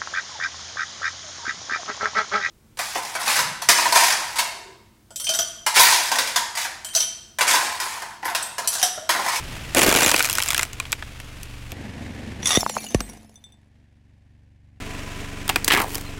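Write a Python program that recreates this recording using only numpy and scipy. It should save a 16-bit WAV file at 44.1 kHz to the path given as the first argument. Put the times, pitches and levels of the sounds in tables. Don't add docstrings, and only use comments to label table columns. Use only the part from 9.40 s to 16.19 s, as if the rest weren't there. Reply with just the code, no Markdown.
import sys
import numpy as np
from scipy import signal
from scipy.fft import rfft, irfft, next_fast_len
from scipy.io import wavfile
from scipy.ndimage import uniform_filter1d

SR = 44100
rng = np.random.default_rng(int(sys.argv[2]) if len(sys.argv) > 2 else 0)


def int16_out(signal):
    q = np.round(np.clip(np.atleast_2d(signal).T, -1, 1) * 32767)
    wavfile.write(sys.argv[1], SR, q.astype(np.int16))


N = 299439
TIME = np.arange(N) / SR


def from_db(db):
    return 10 ** (np.asarray(db) / 20)


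def rms_one(x):
    return x / np.sqrt(np.mean(x ** 2) + 1e-20)


def in_time(rows):
    s, *columns = np.transpose(rows)
    return [np.interp(TIME, s, c) for c in columns]


def add_at(out, s, sound):
    at = round(s * SR)
    out[at:at + len(sound)] += sound


def butter(x, hz, kind, order=2):
    sos = signal.butter(order, np.clip(hz, 10, .45 * SR), kind, fs=SR, output="sos")
    return signal.sosfilt(sos, x + 1e-18)


def drift(rate):
    knots = rng.standard_normal(N // 10)
    return rms_one(np.interp(TIME * rate, np.arange(len(knots)), knots))


def colour(x, spectrum):
    size = next_fast_len(N + 8192, True)
    hz, db = np.transpose(spectrum)
    f = np.maximum(np.arange(size // 2 + 1) * SR / size, 1)
    gain = from_db(np.interp(np.log(f), np.log(hz), db)) * np.minimum(f / hz[0], 1) ** 2
    cepstrum = irfft(np.log(gain), size)
    cepstrum[1:size // 2] *= 2
    cepstrum[size // 2 + 1:] = 0
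    response = np.exp(rfft(cepstrum))
    return irfft(rfft(x, size) * response, size)[:N]


def resonate(x, modes):
    out = 0
    for hz, width, db in modes:
        r = np.exp(-np.pi * width / SR)
        zeros = np.array([1, 0, -1]) * (1 - r * r) / 2
        poles = [1, -2 * r * np.cos(2 * np.pi * hz / SR), r * r]
        out = out + from_db(db) * signal.lfilter(zeros, poles, x + 1e-18)
    return out


def body(spectrum, modes, ring_db):
    click = signal.unit_impulse(N)
    answer = colour(click + from_db(ring_db) * resonate(click, modes), spectrum)[:4096]
    parts = [butter(answer, 800, "low", order=4),
             butter(answer, [800, 4000], "band", order=3),
             butter(answer, 4000, "high", order=4)]
    return [p / np.linalg.norm(p) for p in parts]


def pressure(press, fade_db_per_s, sag_db_per_s=0, swell_db=22):
    start, full, easing, end = press
    swell = np.interp(TIME, [start, full], [-swell_db, 0])
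    sag = sag_db_per_s * (np.clip(TIME, full, easing) - full)
    fade = fade_db_per_s * np.maximum(TIME - easing, 0)
    return from_db(swell - sag - fade) * (TIME > start) * (TIME < end)


def crunch(press, registers, per_s, size_db, clump_db, level_db, sag_db_per_s, fade_db_per_s,
           scatter_db=-29, scatter_s=0.014):
    sizes = from_db(size_db * np.minimum(rng.exponential(1, N), 4)) * rng.choice([-1, 1], N)
    clumps = np.clip(drift(260), -2, 1.3)
    clicks = sizes * (rng.random(N) < per_s / SR) * from_db(clump_db * clumps)
    t = TIME[:SR // 16]
    scatter = rng.standard_normal(len(t)) * np.exp(-t / scatter_s)
    clicks = clicks + from_db(scatter_db) * signal.oaconvolve(clicks, scatter)[:N]
    out = 0
    for part, db, sag, fade in zip(registers, level_db, sag_db_per_s, fade_db_per_s):
        crackle = rms_one(signal.oaconvolve(clicks, part)[:N])
        out = out + crackle * from_db(db) * pressure(press, fade, sag)
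    return out


def snaps(rows, bass, registers, decay_s, middle_gain_db, treble_gain_db, crack_db, tail_db, tail_s,
          facet_db, facet_q):
    out, t = np.zeros(N + SR), TIME[:SR // 8]
    for s, middle_db, high_db in rows:
        bass_db = middle_db + np.interp(s, *np.transpose(bass))
        levels = (bass_db, middle_db + middle_gain_db, high_db + treble_gain_db)
        pitches = 400 * 2 ** (np.arange(5) + rng.random(5))
        facet = [(hz, hz / facet_q, facet_db) for hz in pitches]
        tearing = rng.standard_normal(len(t))
        tearing[0] = from_db(crack_db) * rng.choice([-1, 1])
        for part, db, decay in zip(registers, levels, decay_s):
            force = tearing * (np.exp(-t / decay) + from_db(tail_db) * np.exp(-t / tail_s))
            sound = signal.fftconvolve(force + resonate(force, facet), part)[:len(t)]
            strength = np.sqrt(uniform_filter1d(sound ** 2, size=64).max())
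            add_at(out, s, from_db(db) * sound / strength)
    return out[:N]


CUTS_S = (2.322, 5.402)
IDLE_HZ = (23.82, 23.63, 23.6)
# level/dB of orders 1, 2, 3 ... before the scene's own level
HUM_BOX = [-40, -46.5, -42.5, -48.5, -42.5, -63.5, -62, -65, -59, -62.5, -70, -52.5, -67]
HUM_PLATE = [-56.5, -47, -42.5, -41.5, -45.5, -52.5, -54, -62.5, -59, -55.5, -73, -58.5, -70.5]
HUM_LADLE = [-34, -46, -40, -39.5, -40.5, -48.5, -45, -63, -62, -72.5, -84.5, -41.5, -52.5]
# f/Hz, relative level/dB per Hz
RUSH_BOX = [(40, 8), (120, 4.5), (300, -5.5), (600, -9.5), (1500, -9.5), (2600, -7.5), (4000, -14),
            (7000, -18.5), (11000, -23), (16000, -32)]
RUSH_PLATE = [(80, -3.5), (150, -5), (230, 2), (400, -11.5), (800, -14.5), (1300, -24), (1750, -14.5),
              (2600, -19.5), (4000, -26), (7000, -31.5), (10500, -37.5), (12000, -44), (13500, -43),
              (16000, -54)]
RUSH_LADLE = [(120, -27), (200, -1), (283, -7.5), (334, -9.5), (432, -5.5), (500, -14), (683, -19),
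              (821, -17.5), (986, -14.5), (2510, -11.5), (4200, -21), (7270, -22.5), (16000, -38.5)]
# f/Hz, width/Hz, gain/dB
WHIRR = [(270, 21, -12), (441, 16, -3.5), (676, 89, 7.5), (1000, 4, 15)]
# hum gain/dB, rush level/dB, fade of the rush as the car rolls on/dB per s
IDLE_LEVELS = [(-.5, -36, 5), (-2.5, -43, 1.1), (-.5, -35.5, 3)]
# t/s, hum change/dB, rush change/dB
IDLE_DIP = [(.35, 1.5, 1.5), (.6, -6, -3), (1.3, -2.5, 1.5), (2.1, 1, 4.5), (3.03, 4.5, 7), (3.3, -19, -2),
            (3.7, -10, 0.5), (3.9, -14.5, -17.5), (5.2, -9.5, -20)]
FLUTTER_DB = .6


def engine(throb=0.33):
    which, out = np.searchsorted(CUTS_S, TIME), np.zeros(N)
    hum_dip, rush_dip = np.array(in_time(IDLE_DIP)) * (which < 2)
    wander = 0.0054 * drift(3.6)
    unsteady = from_db(FLUTTER_DB * drift(25))
    balances = [(HUM_BOX, RUSH_BOX, []), (HUM_PLATE, RUSH_PLATE, []), (HUM_LADLE, RUSH_LADLE, WHIRR)]
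    for k, (orders, spectrum, whirr) in enumerate(balances):
        now = which == k
        hum_db, rush_db, fade = IDLE_LEVELS[k]
        elapsed = TIME[now] - TIME[now][0]
        turn = 2 * np.pi * (IDLE_HZ[k] * TIME[now] + wander[now])
        lags = rng.uniform(-1.5, 1.5, len(orders))
        hum = sum(from_db(db) * np.cos((n + 1) * turn + lags[n]) for n, db in enumerate(orders))
        air = colour(rng.standard_normal(N), spectrum)
        rush = rms_one(air + resonate(air, whirr))[now]
        rush = rush * (1 + throb * np.cos(turn) * np.cos(2 * turn))
        hum_gain = from_db(hum_db + hum_dip[now])
        rush_gain = from_db(rush_db - fade * elapsed + rush_dip[now])
        out[now] = (hum * hum_gain + rush * rush_gain) * unsteady[now]
    return out


# t/s, middle level/dB, treble level/dB, before snap gains
BOX_SNAPS = [(0.348, -11, -12), (0.392, -6, -12), (0.418, -4.5, -14), (0.432, -10, -10.5),
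             (0.493, -11, -15), (0.526, -5.5, -15.5), (0.55, -5, -16.5), (0.662, -6, -11.5),
             (0.695, -6, -14.5), (0.715, -9, -11.5), (0.743, -1.5, -21), (0.763, -11, -13),
             (0.794, -10.5, -14.5), (0.805, -3.5, -22), (0.826, -19, -15), (0.846, -9, -17.5),
             (0.854, -14, -17), (0.898, -13, -16), (0.929, -24, -17), (0.953, -22.5, -19),
             (0.984, -4.5, -14.5), (1.002, -13, -28.5), (1.024, -16.5, -17), (1.035, -32, -19),
             (1.086, -22, -17), (1.105, -9.5, -15), (1.131, -14, -33), (1.146, -11.5, -15),
             (1.179, -10.5, -15), (1.194, -7, -19), (1.231, -10, -14), (1.332, -28, -31.5), (1.4, -12, -23),
             (1.454, -22, -44), (1.52, -30, -19), (1.528, -7.5, -17.5), (1.625, -16, -48),
             (1.801, -23.5, -38), (2.032, -38, -31), (2.319, -26.5, -33)]
# f/Hz, relative level/dB per Hz
BOX_COLOUR = [(100, -9), (200, -10), (300, -2.5), (520, -4), (720, -5), (1000, -3.5), (1430, -1),
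              (2400, -1.5), (3700, -8.5), (7350, -6.5), (12000, -10.5), (16000, -16)]
# f/Hz, width/Hz, gain/dB before the ring level
BOX_MODES = [(350, 70, -2.5), (620, 86, 2), (1234, 52, -15), (1900, 160, -17.5), (2514, 620, 0.5),
             (3251, 180, -3), (7400, 1100, -18)]
# t/s, level/dB
BOX_BASS = [(0.619, -11.5), (.86, -29.5)]
# start t/s, full t/s, easing t/s, end t/s
BOX_FOLDING = (.348, .362, .665, 1.0)
BOX_FLATTENED = (.72, .78, 1.237, 1.301)
FOLD_CLUMP_DB, CRINKLE_SIZE_DB = 5.0, 3.8
BOX_TAIL_DB, BOX_TREBLE_DECAY_S = -19, .0011


def cake_box():
    wall = body(BOX_COLOUR, BOX_MODES, ring_db=-6.0)
    buckling = snaps(
        list(BOX_SNAPS) + creases(), BOX_BASS, wall, decay_s=(.0045, .003, BOX_TREBLE_DECAY_S),
        middle_gain_db=-6.5, treble_gain_db=5.0, crack_db=12.5, tail_db=BOX_TAIL_DB, tail_s=.009,
        facet_db=2.5, facet_q=14)
    folding = crunch(
        BOX_FOLDING, wall, per_s=2200, size_db=1.5, clump_db=FOLD_CLUMP_DB,
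        level_db=(-20, -22, -22.5), sag_db_per_s=(25, 3, 0), fade_db_per_s=(75, 70, 80))
    crinkling = crunch(
        BOX_FLATTENED, wall, per_s=900, size_db=CRINKLE_SIZE_DB, clump_db=3.0,
        level_db=(-46, -36.5, -34), sag_db_per_s=(8, 3, 5), fade_db_per_s=(200, 170, 260))
    return buckling + folding + crinkling


CREASE_GAPS_S = (.008, .022)
# middle/dB, treble/dB
CREASE_FLAT_DB = (-8.5, -8.5)
CREASE_MIDDLE_DB, CREASE_TREBLE_DB, CREASE_SPREAD_DB = -11.5, -17, 2.8
CREASE_FADE_DB_PER_S = 70.5


def creases():
    s = BOX_FOLDING[1] + np.cumsum(rng.uniform(*CREASE_GAPS_S, 90))
    easing_s = np.maximum(s - BOX_FOLDING[2], 0)[:, None]
    flattening = np.maximum(-CREASE_FADE_DB_PER_S * easing_s, CREASE_FLAT_DB)
    chance = CREASE_SPREAD_DB * np.minimum(rng.standard_normal((len(s), 2)), 1)
    db = flattening + chance + [CREASE_MIDDLE_DB, CREASE_TREBLE_DB]
    return [(at, *levels) for at, levels in zip(s, db) if at < BOX_FLATTENED[2]]


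# t/s, level/dB before the tyre, first pitch f/Hz, period growth/s per s, decay/s
THUDS = [(0.463, -12, 546, 0.17, 0.015), (0.4852, -1.5, 425, 0.18, 0.002),
         (0.663, -18.5, 504, 0.67, 0.0076), (0.743, -16.5, 520, 0.26, 0.0057),
         (3.1736, -4.5, 740, 0.98, 0.0052), (3.231, -10, 1000, 0.17, 0.0014),
         (3.264, -5.5, 1220, 0.11, 0.0017), (3.2975, -21.5, 1310, 0.46, 0.0025),
         (3.3675, -10, 1410, 0.21, 0.003), (3.5472, -5.5, 760, 0.83, 0.0097), (3.608, -19, 650, 1, 0.0037)]


def thuds():
    out = np.zeros(N + SR)
    t = TIME[:SR // 6]
    for s, db, hz, growth, decay in THUDS:
        cycles = np.log1p(growth * hz * t) / growth
        add_at(out, s, from_db(db) * np.sin(2 * np.pi * cycles) * np.exp(-t / decay))
    return out[:N]


# f/Hz, width/Hz, gain/dB
TYRE_MODES = [(47, 5.2, 8.5), (216, 1.6, 3.5), (560, 310, -13.5)]


def tyre():
    knocks = thuds()
    return knocks + resonate(knocks, TYRE_MODES)


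# t/s, length/s, pitch f/Hz, glide/Hz per s, level/dB, octave against it/dB
SQUEAKS = [(.634, .018, 3500, 21999.5, -20, 5), (6.65, 0.044, 4170, -2000, -44, -20)]


def squeaks():
    out = np.zeros(N)
    for s, length, hz, glide, db, octave_db in SQUEAKS:
        t = TIME[:round(length * SR)]
        turn = 2 * np.pi * (hz * t + glide * t ** 2 / 2)
        tone = np.sin(turn) + from_db(octave_db) * np.sin(2 * turn)
        add_at(out, s, from_db(db) * np.sin(np.pi * t / length) * tone)
    return out


# t/s, middle level/dB, treble level/dB, before the snap gains
PLATE_SNAPS = [(3.029, -19.5, -31.5), (3.057, -14, -9), (3.072, -23, -6.5), (3.106, -7.5, -18),
               (3.13, -13.5, -29.5), (3.15, -9, -18), (3.171, -9.5, -13), (3.296, -21, -25),
               (3.546, -13, -19.5), (3.605, -18, -23.5)]
# f/Hz, relative level/dB per Hz
PLATE_COLOUR = [(150, -17.5), (500, -3), (1200, -3.5), (2400, -0.5), (3500, -4), (4600, -2), (6200, 2.5),
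                (8500, -3), (10500, 3.5), (12000, -17), (13500, -3.5), (16000, -21)]
# f/Hz, width/Hz, gain/dB before the ring level
PLATE_MODES = [(1190, 150, -7), (1920, 80, -1), (3520, 110, 7), (5770, 170, 2), (6400, 120, -1),
               (8020, 270, -7), (10400, 140, -6)]
# t/s, level/dB
PLATE_BASS = [(3.08, -27), (3.3, -11)]
# start t/s, full t/s, easing t/s, end t/s
PLATE_BREAKING = (3.023, 3.082, 3.166, 3.24)
PLATE_GRINDING = (3.171, 3.19, 3.52, 4.3)


def plate():
    china = body(PLATE_COLOUR, PLATE_MODES, ring_db=9)
    pieces = body(PLATE_COLOUR, PLATE_MODES, ring_db=-17)
    whole = [row for row in PLATE_SNAPS if row[0] < PLATE_BREAKING[-1]]
    broken = [row for row in PLATE_SNAPS if row[0] >= PLATE_BREAKING[-1]]
    cracks = snaps(
        whole, PLATE_BASS, china, decay_s=(.003, .003, .0035), middle_gain_db=-7, treble_gain_db=-7.5,
        crack_db=-3.5, tail_db=-24, tail_s=0.013, facet_db=11.5, facet_q=78)
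    splits = snaps(
        broken, PLATE_BASS, pieces, decay_s=(.003, .002, .002), middle_gain_db=-5, treble_gain_db=-0.5,
        crack_db=8, tail_db=-17.5, tail_s=0.0102, facet_db=4, facet_q=14.76)
    breaking = crunch(
        PLATE_BREAKING, china, per_s=3500, size_db=4.5, clump_db=5.5,
        level_db=(-41, -28, -23.5), sag_db_per_s=(-40, -55, 15), fade_db_per_s=(300, 600, 400))
    grinding = crunch(
        PLATE_GRINDING, pieces, per_s=1200, size_db=2.5, clump_db=19.5,
        level_db=(-46, -50, -45), sag_db_per_s=(8, 10, 3), fade_db_per_s=(40, 55, 55))
    return cracks + splits + breaking + grinding


# f/Hz, relative level/dB per Hz
SPLINTER_COLOUR = [(2200, -0.5), (4300, 0), (6500, 3.5), (8800, -12), (10600, 6), (12000, -21), (13500, -3),
                   (16000, -15)]
# start t/s, full t/s, easing t/s, end t/s
SPLINTERS_JOSTLING = (3.07, 3.19, 3.38, 4.1)


def splinters(per_s=35, width_hz=35, level_db=-39.5, fade_db_per_s=52, count=56):
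    out = 0
    for hz in np.linspace(2200, 14800, count) + rng.uniform(-110, 110, count):
        touches = (rng.random(N) < per_s / SR) * rng.standard_normal(N)
        out = out + resonate(touches, [(hz, width_hz, 0)])
    jostling = rms_one(colour(out, SPLINTER_COLOUR))
    return jostling * from_db(level_db) * pressure(SPLINTERS_JOSTLING, fade_db_per_s)


# t/s, level/dB, lower mode f/Hz, upper mode f/Hz, t60/s
CLINKS = [(3.197, -27.5, 6140, 7600, 0.075), (3.207, -19.5, 5530, 10600, 0.038),
          (3.208, -31, 7100, 14400, 0.16), (3.276, -41, 4300, 7500, 0.29), (3.298, -29, 5740, 7270, 0.14),
          (3.341, -32, 6710, 7340, 0.12), (3.372, -38.5, 2350, 4326, 0.3),
          (3.385, -26.5, 2620, 6260, 0.024), (3.466, -29, 2900, 6840, 0.055),
          (3.487, -37.5, 6200, 10800, 0.3), (3.612, -41, 8170, 13600, 0.36),
          (3.697, -37, 5760, 10400, 0.064)]


def shards(upper_db=-4, rattle_db=-12, rattle_s=0.018):
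    out, t = np.zeros(N + SR), TIME[:SR // 2]
    for s, db, low_hz, high_hz, t60 in CLINKS:
        touches = (rng.random(len(t)) < 200 / SR) * rng.standard_normal(len(t))
        touches = touches * from_db(rattle_db) * np.exp(-t / rattle_s)
        touches[0] = 1
        modes = np.sin(2 * np.pi * low_hz * t) + from_db(upper_db) * np.sin(2 * np.pi * high_hz * t)
        ring = modes * np.exp(-np.log(1000) * t / t60)
        contact = 0.88 * rng.standard_normal(len(t)) * np.exp(-t / 0.00058)
        add_at(out, s, from_db(db) * signal.fftconvolve(touches, ring + contact)[:len(t)])
    return out[:N]


# t/s, level/dB
BOUNCES = [(3.957, -44.5), (4.040, -39.5), (4.122, -48)]
# f/Hz, mean level/dB within a bounce, t60/s
SHARD_MODES = [(3556, -3.5, 0.15), (6050, -0.5, 0.057), (7830, -16, 0.17), (9120, -10.5, .08)]


def last_shard(contact_db=-9, contact_s=0.0018, uneven_db=3):
    out, t = np.zeros(N + SR), TIME[:SR // 2]
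    for s, db in BOUNCES:
        ring = 0
        for hz, mode_db, t60 in SHARD_MODES:
            struck_db = mode_db + uneven_db * rng.standard_normal()
            ring = ring + from_db(struck_db - 60 * t / t60) * np.sin(2 * np.pi * hz * t)
        contact = from_db(contact_db) * rng.standard_normal(len(t)) * np.exp(-t / contact_s)
        add_at(out, s, from_db(db) * (ring + contact))
    return out[:N]


# t/s, middle level/dB, treble level/dB, before the snap gains
LADLE_SNAPS = [(6.079, -21, -24), (6.092, -10, -17), (6.096, -5, -17), (6.159, -2.5, -15),
               (6.245, -23.5, -15), (6.279, -5, -10), (6.283, -13, -14), (6.307, -9, -37), (6.336, -7, -19),
               (6.374, -14, -22), (6.401, -10.5, -22), (6.418, -19, -21), (6.546, -27, -23),
               (6.554, -24.5, -19), (6.581, -25.5, -29), (6.611, -34, -33)]
# f/Hz, relative level/dB per Hz
LADLE_COLOUR = [(150, -10.5), (350, -4.5), (570, -11.5), (940, -2.5), (2140, 4), (3100, -1), (4200, -6.5),
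                (8000, -8), (16000, -9)]
# f/Hz, width/Hz, gain/dB before the ring level
LADLE_MODES = [(476, 31, -31), (950, 34, -6), (1670, 50, 3), (2080, 40, -11), (2650, 86, -22),
               (2900, 16, -15), (4500, 110, -31), (8300, 260, 2), (12100, 190, -5)]
# t/s, level/dB
LADLE_BASS = [(6.28, -17), (6.39, -7)]
# start t/s, full t/s, easing t/s, end t/s
LADLE_SLIDING = (6.288, 6.326, 6.376, 6.75)
LADLE_FACET_DB = 0


def ladle():
    bowl = body(LADLE_COLOUR, LADLE_MODES, ring_db=-4.0)
    jerks = snaps(
        LADLE_SNAPS, LADLE_BASS, bowl, decay_s=(.006, .003, .002), middle_gain_db=-8.5,
        treble_gain_db=2.5, crack_db=4, tail_db=-25, tail_s=0.03, facet_db=LADLE_FACET_DB, facet_q=18)
    grit = crunch(
        LADLE_SLIDING, bowl, per_s=1800, size_db=3.5, clump_db=6.5,
        level_db=(-29, -25, -25), sag_db_per_s=(-60, 0, 110), fade_db_per_s=(160, 170, 70))
    return jerks + grit + rasp(bowl)


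# start t/s, full t/s, easing t/s, end t/s
RASP_PRESS = (6.296, 6.304, 6.335, 6.52)
RASP_HZ, RASP_SINK_OCTAVES_PER_S, RASP_DB, RASP_FADE_DB_PER_S = 2580, 15.8, -15.5, 122
SLIP_EVERY_S, SLIP_DECAY_S = .0075, 0.002


def rasp(bowl, spread=0.29, uneven_db=2, count=11):
    sinking_s = np.maximum(TIME - RASP_PRESS[2], 0)
    centre_hz = RASP_HZ * 2 ** (-RASP_SINK_OCTAVES_PER_S * sinking_s)
    times = np.cumsum(SLIP_EVERY_S * rng.uniform(.7, 1.3, 1200))
    strengths = from_db(uneven_db * rng.standard_normal(len(times)))
    slips = np.bincount((times * SR).astype(int), strengths, N)[:N]
    sliding = signal.lfilter([1], [1, -np.exp(-1 / (SLIP_DECAY_S * SR))], slips + 1e-18)
    scrape = signal.oaconvolve(rng.standard_normal(N) * sliding, sum(bowl))[:N]
    out = 0
    for hz in np.geomspace(600, 4800, count):
        band = rms_one(butter(scrape, [hz / 1.11, hz * 1.11], "band", order=1))
        out = out + band * np.exp(-(np.log(hz / centre_hz) / spread) ** 2)
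    return out / 2 * from_db(RASP_DB) * pressure(RASP_PRESS, RASP_FADE_DB_PER_S)


def scene():
    car_and_box = engine() + cake_box() + tyre() + squeaks()
    china = plate() + splinters() + shards() + last_shard()
    return (car_and_box + china + ladle())[None]


CUTOFF_HZ = 16000


def record(dry):
    rounded = .75 * np.tanh(dry / .75)
    return signal.sosfilt(signal.ellip(10, .1, 80, CUTOFF_HZ, fs=SR, output="sos"), rounded)


dry = scene()
out = record(dry)
int16_out(out)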